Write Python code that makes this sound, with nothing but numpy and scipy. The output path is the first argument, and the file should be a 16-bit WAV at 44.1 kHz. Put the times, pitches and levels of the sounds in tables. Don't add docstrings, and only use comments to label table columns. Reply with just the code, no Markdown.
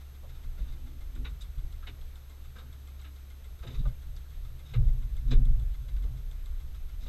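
import sys
import numpy as np
from scipy import signal
from scipy.io import wavfile
from scipy.ndimage import uniform_filter1d

SR = 44100
rng = np.random.default_rng(int(sys.argv[2]) if len(sys.argv) > 2 else 0)


def wav_out(sig):
    wavfile.write(sys.argv[1], SR, np.round(np.clip(np.atleast_2d(sig).T, -1, 1) * 32767).astype(np.int16))


def nominal_scale(level):
    x = np.asarray(level, float) / 20
    return 10 ** x


N = 312228


def evened(x):
    return x / np.sqrt(np.mean(x ** 2) + 1e-20)


def add(mix, start_s, sound):
    part = mix[max(round(start_s * SR), 0):][:len(sound)]
    part += sound[:len(part)]


def ring(x, modes, shift=0.99, order=1):
    out = np.zeros(len(x))
    for hz, width_hz, db in modes:
        radius = np.exp(-np.pi * width_hz / SR)
        pole = radius * np.exp(2j * np.pi * hz * shift / SR)
        part = x + 0j
        for _ in range(order):
            part = signal.lfilter([1 - radius], [1, -pole], part)
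        out += nominal_scale(db) * part.real
    return out


def summed(db):
    return 10 * np.log10(np.sum(10 ** (db / 10), axis=0))


def shaking(t):
    # top_s, sway_db, length_s, rocking_db (relative to sway)
    heaves = [(0.262, -49, 0.053, -6), (0.386, -38.5, 0.12, -17), (0.51, -37.5, .08, -24),
              (0.627, -40.5, 0.027, 8.5), (0.702, -33, 0.068, -15), (0.82, -37, 0.067, -8),
              (1.026, -37.5, 0.072, -4), (1.19, -37.5, 0.074, 1.5), (1.304, -54.5, .07, 16),
              (1.454, -46, 0.052, 9.5), (1.622, -34, 0.077, -3), (1.793, -42, 0.082, -7),
              (2.034, -39.5, 0.073, -9), (2.423, -42.5, 0.062, -16), (3.535, -46.5, 0.11, 3.5),
              (3.798, -27, 0.046, -6), (3.882, -26, 0.042, -9.5), (4.096, -37, 0.095, -4.5),
              (4.416, -36.5, .12, -18), (4.79, -20, 0.035, -8), (4.859, -24.5, 0.04, 2.5),
              (4.92, -26, 0.076, -5.5), (5.17, -32, 0.17, -1.5), (5.376, -17, .1, -13.5),
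              (5.52, -22.5, 0.11, -3.5), (5.767, -36.5, 0.15, -1), (5.995, -33, 0.11, 2.5),
              (6.246, -35.5, 0.18, -13.5), (6.523, -35.5, .15, -5), (6.91, -35.5, 0.35, -8.5)]
    # top_s, beam_db, slat_db (relative to beam), die_away_db_per_s
    thuds = [(.30, -46.5, -21, 250), (.45, -44.5, -21.5, 150), (.68, -48, -12.5, 100), (.85, -53.5, -4, 80),
             (.95, -57, -6, 150), (1.2, -45.5, -3, 117), (1.32, -49, -18, 200), (1.6, -44.5, -23, 150),
             (1.73, -54.5, -30, 150), (1.91, -51.5, -12, 75), (2.52, -52.5, -27, 80), (2.64, -56, -8.5, 33),
             (3.69, -41, -13, 90), (3.81, -34.5, -17, 350), (3.881, -34.5, -26, 293),
             (4.1, -45.5, -30, 135), (4.32, -52.5, -25, 160), (4.47, -47, -30, 53), (4.78, -26.5, -26, 95),
             (5.0, -43.5, -18, 60), (5.26, -41, -23, 58), (5.33, -31, -5.5, 76), (5.38, -32, -15, 160),
             (5.48, -32, -31, 134), (5.602, -41.5, -34, 117), (5.818, -48, -39, 35), (6.05, -50, -2.5, 198),
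             (6.11, -41, -28, 86), (6.64, -51, -20, 62), (7.04, -53, -6, 100)]
    # sway_db, rocking_db, beam_db, slat_db
    rest = (-52.5, -57.5, -64, -85.5)
    swell_db, settle = 11.5, 1.61
    load_db_per_s, slat_damping = 307, 1.63

    top_s, db, length_s, rock_db = np.transpose(heaves)[..., None]
    length_s = length_s * np.where(t > top_s, settle, 1)
    heave = db - swell_db * ((t - top_s) / length_s) ** 2

    top_s, db, slat_db, dying = np.transpose(thuds)[..., None]
    load = db - load_db_per_s * np.maximum(top_s - t, 0)
    after = dying * np.maximum(t - top_s, 0)

    moved = heave, heave + rock_db, load - after, load + slat_db - slat_damping * after
    return [summed(np.vstack([db, rest_db + 0 * t])) for db, rest_db in zip(moved, rest)]


def deck():
    # pitch_hz, width_hz, level_db
    groups = [
        [(27.59, 7.44, -1), (21.38, 6.4, -5), (33.82, 7.3, -8)],
        [(45.17, 9, -1.5), (55.1, 6.24, -3.5), (80.3, 13.7, -17)],
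        [(108.7, 5.2, 0), (124.7, 11.9, 2), (145.3, 7.3, -6)],
        [(252.6, 17, -0.5)],
    ]
    # pitch_hz, width_hz, level_db
    loose = [(461, 96, 2.5), (530, 46, 4), (607, 200, -1)]
    t, out = np.arange(N) / SR, np.zeros(N)
    coarse_s = np.arange(0, N + 200, 200) / SR
    levels = shaking(coarse_s)
    for modes, level_db in zip(groups, levels):
        swing = evened(ring(rng.standard_normal(N + SR), modes, order=2)[SR:])
        swing /= (uniform_filter1d(swing ** 2, 5000) + 0.048) ** 0.37
        out += evened(swing) * nominal_scale(np.interp(t, coarse_s, level_db))
    buzz = evened(ring(rng.standard_normal(N), loose, order=2))
    beam_db = np.interp(t - .03, coarse_s, levels[2])
    return out + buzz * nominal_scale(-46.5 + 0.57 * beam_db)


def slips(count):
    slips_per_s = 2500
    size = rng.standard_normal(count) * nominal_scale(2.45 * rng.exponential(1, count))
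    clicks = (rng.random(count) < slips_per_s / SR) * size
    return evened(clicks) + 1.4 * rng.standard_normal(count)


def burst(modes, db, t60, rise_s, shift=0.92, order=2):
    t = np.arange(16000) / SR
    fade_db = -60 * (t / max(t60, .02)) ** 1.43
    rung = evened(ring(slips(len(t)), modes, shift, order=order))
    return nominal_scale(db + fade_db) * rung * (1 - np.exp(-(t / rise_s) ** 2))


def scuff(start_s, ring_db, thick_db, fizz_db, t60):
    # pitch_hz, width_hz, level_db
    bodies = [
        [(4046, 610, 6), (3180, 200, -3.5)],
        [(1066, 110, 2), (1258, 210, 8), (1550, 157, 7)],
        [(2226, 1650, 5.5), (2450, 470, -5.5), (2770, 280, 0)],
        [(4990, 760, 8), (6300, 650, 6.5), (7130, 900, 4)],
    ]
    shift = rng.uniform(0.882, 1.04)
    rise_s = .008
    thin_db = -7 + 0.55 * min(thick_db, 0) - 0.42 * max(fizz_db, -30)
    out = burst(bodies[0], ring_db - 5, t60 * 0.93, rise_s, order=3)
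    levels_db = thick_db - 5, thin_db - 1, fizz_db - 4.0
    lasting = 1.2, .95, .75
    for modes, db, last in zip(bodies[1:], levels_db, lasting):
        out = out + burst(modes, ring_db + db, t60 * last, rise_s, shift)
    return start_s - .003, out


def rub(start_s, ring_db, t60):
    return scuff(start_s, ring_db, thick_db=-6, fizz_db=-6, t60=t60)


def knock(start_s, db, hz, t60):
    # pitch_ratio, width_ratio, level_db
    stem = [(1.047, 0.17, 2), (0.82, 0.084, -2.5), (1.407, 0.27, -8), (1.69, 0.65, -13.5)]
    modes = [(hz * pitch, hz * width, mode_db) for pitch, width, mode_db in stem]
    return start_s - .004, burst(modes, db - 7, t60, 0.0018)


def twang(start_s, db, hz, t60):
    t = np.arange(20000) / SR
    fade_db = -60 * (t / max(t60, .05)) ** 1.32
    shape = nominal_scale(db + fade_db) * (1 - np.exp(-(t / 0.011) ** 2))
    return start_s - .005, shape * np.sin(2 * np.pi * (hz * t + rng.random()))


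def snap(start_s, db, t60):
    # pitch_hz, width_hz, level_db
    fibre = [(9200, 2700, 1), (11900, 3600, -4)]
    return start_s, burst(fibre, db, t60, .004)


def engine_strokes():
    # pitch_hz, width_hz, level_db
    valve = [(7840, 1100, -2), (3560, 710, 5.5)]
    exhaust = [(1364, 300, -4), (2112, 38, 3), (3100, 340, -25), (3510, 460, -8)]
    # time_s, level_db
    carry = [(0, -67), (.87, -69), (1.0, -57.5), (3.6, -59), (3.95, -65), (4.2, -62.5), (5.45, -54.5),
             (5.9, -64), (6.5, -53.5), (7.08, -78)]
    first_s, stroke_s, uneven_s = .006, .14338, .002
    t, out = np.arange(3500) / SR, np.zeros(N)
    for start_s in np.arange(first_s, N / SR, stroke_s):
        late, hard, full = np.tanh(rng.standard_normal(3))
        tick_db = np.interp(start_s, *np.transpose(carry)) + 2.7 * hard
        puff_db = -60.5 + 1.96 * full
        air = rng.standard_normal((2, len(t)))
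        tick = evened(ring(air[0], valve, order=2)) * np.exp(-((t - .003) / .003) ** 2)
        puff = evened(ring(air[1], exhaust)) * (t / 0.009) * np.exp(1 - t / 0.0095)
        stroke = nominal_scale(tick_db - 2.5) * tick + nominal_scale(puff_db - 3.0) * puff
        add(out, start_s + uneven_s * late - .003, stroke)
    return out


def drift(rate_hz):
    t = np.arange(0, N + 400, 200) / SR
    waves = np.zeros(len(t))
    for f in np.geomspace(rate_hz / 20, rate_hz, num=24):
        waves += np.sin(2 * np.pi * (f * t + rng.random())) / np.sqrt(f)
    return np.interp(np.arange(N) / SR, t, evened(waves))


def engine_hum():
    # pitch_hz, level_db
    (hz, db), = [(68, -46)]
    turns = np.cumsum(hz * (1 + 0.0022 * drift(2.986))) / SR
    return np.sqrt(2) * nominal_scale(db + .8 * drift(12)) * np.sin(2 * np.pi * turns)


def hiss():
    # pitch_hz, density_db (per Hz)
    colour = [(15, -12), (80, 14), (180, 5.5), (400, 2), (950, -4), (1280, -2), (1850, -5), (3000, -6.5),
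              (3800, -4), (4400, -9.5), (7400, -14), (8000, -9.5), (8500, -14.5), (13800, -17.5),
              (15300, -22.5)]
    level_db = -63.5
    frames, hz = N // 128 + 5, np.fft.rfftfreq(512, 1 / SR)
    real, imaginary, patches = rng.standard_normal((frames, 257, 3)).T
    patches = uniform_filter1d(patches, size=6, axis=0)
    patches = evened(uniform_filter1d(patches, size=16, axis=1))
    f, db = np.transpose(colour)
    colour_db = np.interp(np.log(hz + 1), np.log(f), db)[:, None]
    lively = np.clip(1.5 - hz / 4000, .15, 1)[:, None]
    spectra = (real + 1j * imaginary) * nominal_scale(colour_db + 0.94 * lively * patches)
    noise = signal.istft(spectra, nperseg=512, noverlap=384)[1][:N]
    return nominal_scale(level_db + 3.0) * evened(noise)


def whine():
    # cycles_per_frame, level_db
    restarted = [(210.48, -80.3), (326, -95)]
    # frame_rate_multiple, level_db, first_below_db, above_db (first above
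    # lies 8 dB lower)
    multiple, db, below_db, above_db = (421, -71, -88, -97)
    frame_hz = 29.97
    frames = np.arange(N) / SR * frame_hz + rng.random()
    out = nominal_scale(db) * np.cos(2 * np.pi * multiple * frames)
    for cycles, tone_db in restarted:
        out += nominal_scale(tone_db) * np.sin(2 * np.pi * cycles * (frames % 1))
    for k in range(1, 14):
        fade_db = 4.2 * np.log(k)
        out -= nominal_scale(below_db - fade_db) * np.cos(2 * np.pi * (multiple - k) * frames)
        out -= nominal_scale(above_db - 8 / k - fade_db / 2) * np.cos(2 * np.pi * (multiple + k) * frames)
    return np.sqrt(2) * out


def scene():
    # start_s, housing_ring_db, thick_cane_db and fizz_db (relative to the ring), t60_s
    cracks = [(0.2334, -72, 17.5, -27, .059), (1.157, -60, 5, -14, .1), (1.2464, -42, -2.5, -16, 0.1),
              (1.2614, -47, -17, -19, .1), (1.4074, -45.5, -19, -4, 0.094), (1.4185, -37, -34, -10, 0.045),
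              (1.8242, -58, 11, -19, 0.078), (1.8675, -41.5, -7.5, -37, 0.08),
              (1.8878, -48.5, -9, -22, 0.074), (2.5571, -57, 9, -7, 0.2), (2.5838, -49.5, -20, -15, .12),
              (3.041, -53, 0, -16, 0.13), (3.6247, -52, 2, -7, 0.13), (3.6669, -45, -5, -10, .12),
              (3.699, -53.5, -16, -11, .33), (3.786, -50.5, -36, -13, 0.12), (3.8522, -53.5, 10, -9, 0.064),
              (4.1614, -52, -25, 4, .058), (4.6514, -56, -17, -9, 0.22), (4.7357, -42, -5, -19, 0.095),
              (5.3081, -35, -8.5, -11.5, 0.13), (5.9614, -54.5, -0.5, -7, 0.078),
              (6.745, -54, -24, -21, 0.049), (7.004, -58, -20, -6, 0.55)]
    # start_s, housing_ring_db, t60_s
    rubs = [(.2915, -62, .12), (.335, -62, 0.29), (.5786, -63, 0.45), (.6759, -58.5, 0.2),
            (1.984, -67, .12), (2.4406, -59, 0.12), (2.9911, -53, 0.068), (3.7426, -50, 0.13),
            (4.3374, -67, .22), (4.685, -59, 0.29), (5.2737, -58, 0.16), (5.8817, -50, 0.054),
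            (6.0334, -56, 0.088), (6.3909, -64, 0.11), (7.0337, -63, 0.21), (7.0594, -54, .16)]
    # start_s, peak_db, main_mode_hz, t60_s
    knocks = [(0.234, -50, 585, 0.17), (0.585, -52, 644, 0.18), (1.162, -55.5, 434, 0.42),
              (1.253, -49.5, 473, 0.13), (1.873, -47, 412, 0.12), (2.559, -54, 530, 0.31),
              (3.635, -45, 530, 0.27), (3.674, -50.5, 429, 0.39), (3.855, -40.5, 625, 0.095),
              (4.451, -69, 410, 0.12), (4.736, -42.5, 496, 0.19), (4.869, -51.5, 417, 0.19),
              (5.313, -35.5, 428, 0.19), (6.044, -46.5, 460, 0.14), (7.062, -52, 447, 0.17)]
    # start_s, peak_db, pitch_hz, t60_s
    twangs = [(.22, -60, 207, 0.16), (.585, -46.5, 174, 0.2), (.60, -56.5, 293, 0.29), (.72, -64, 334, 1.2),
              (.87, -59.5, 307, 0.51), (1.155, -52, 323, 0.35), (1.155, -53, 184, 0.23),
              (1.62, -59.5, 338, 0.25), (1.88, -57, 287, 0.25), (1.95, -70, 475, 0.97),
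              (2.56, -55, 217, 0.22), (3.05, -58.5, 295, 0.36), (3.64, -55, 337, 0.38),
              (3.64, -50, 176.4, 0.29), (4.735, -48, 186, 0.18), (4.735, -33, 117.5, .3),
              (4.735, -45.5, 435, 0.16), (4.76, -52.5, 319, 0.27), (5.308, -42, 195, 0.19),
              (5.308, -43, 324, 0.21), (5.31, -44.5, 495, 0.15), (3.853, -44, 1214, 0.078),
              (6.04, -59, 179, 0.21), (7.02, -56, 203, .3), (4.86, -59, 250, .9), (5.1, -62, 253, .9),
              (1.869, -40, 2150, .05), (5.314, -35, 3930, 0.058), (5.33, -31.5, 117.4, 0.58),
              (.232, -49, 592, .07)]
    # start_s, level_db, t60_s
    snaps = [
        (1.410, -58, 0.068),
    ]
    mix = deck() + engine_strokes() + engine_hum() + hiss() + whine()
    for events, source in ((cracks, scuff), (rubs, rub), (knocks, knock), (twangs, twang), (snaps, snap)):
        for event in events:
            add(mix, *source(*event))
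    return mix[None]


def roll_off(x):
    return signal.sosfilt(signal.butter(12, 15180, fs=SR, output="sos"), x)


def record(dry):
    ceiling = .4
    return roll_off(ceiling * np.tanh(dry / ceiling))


dry = scene()
out = record(dry)
wav_out(out)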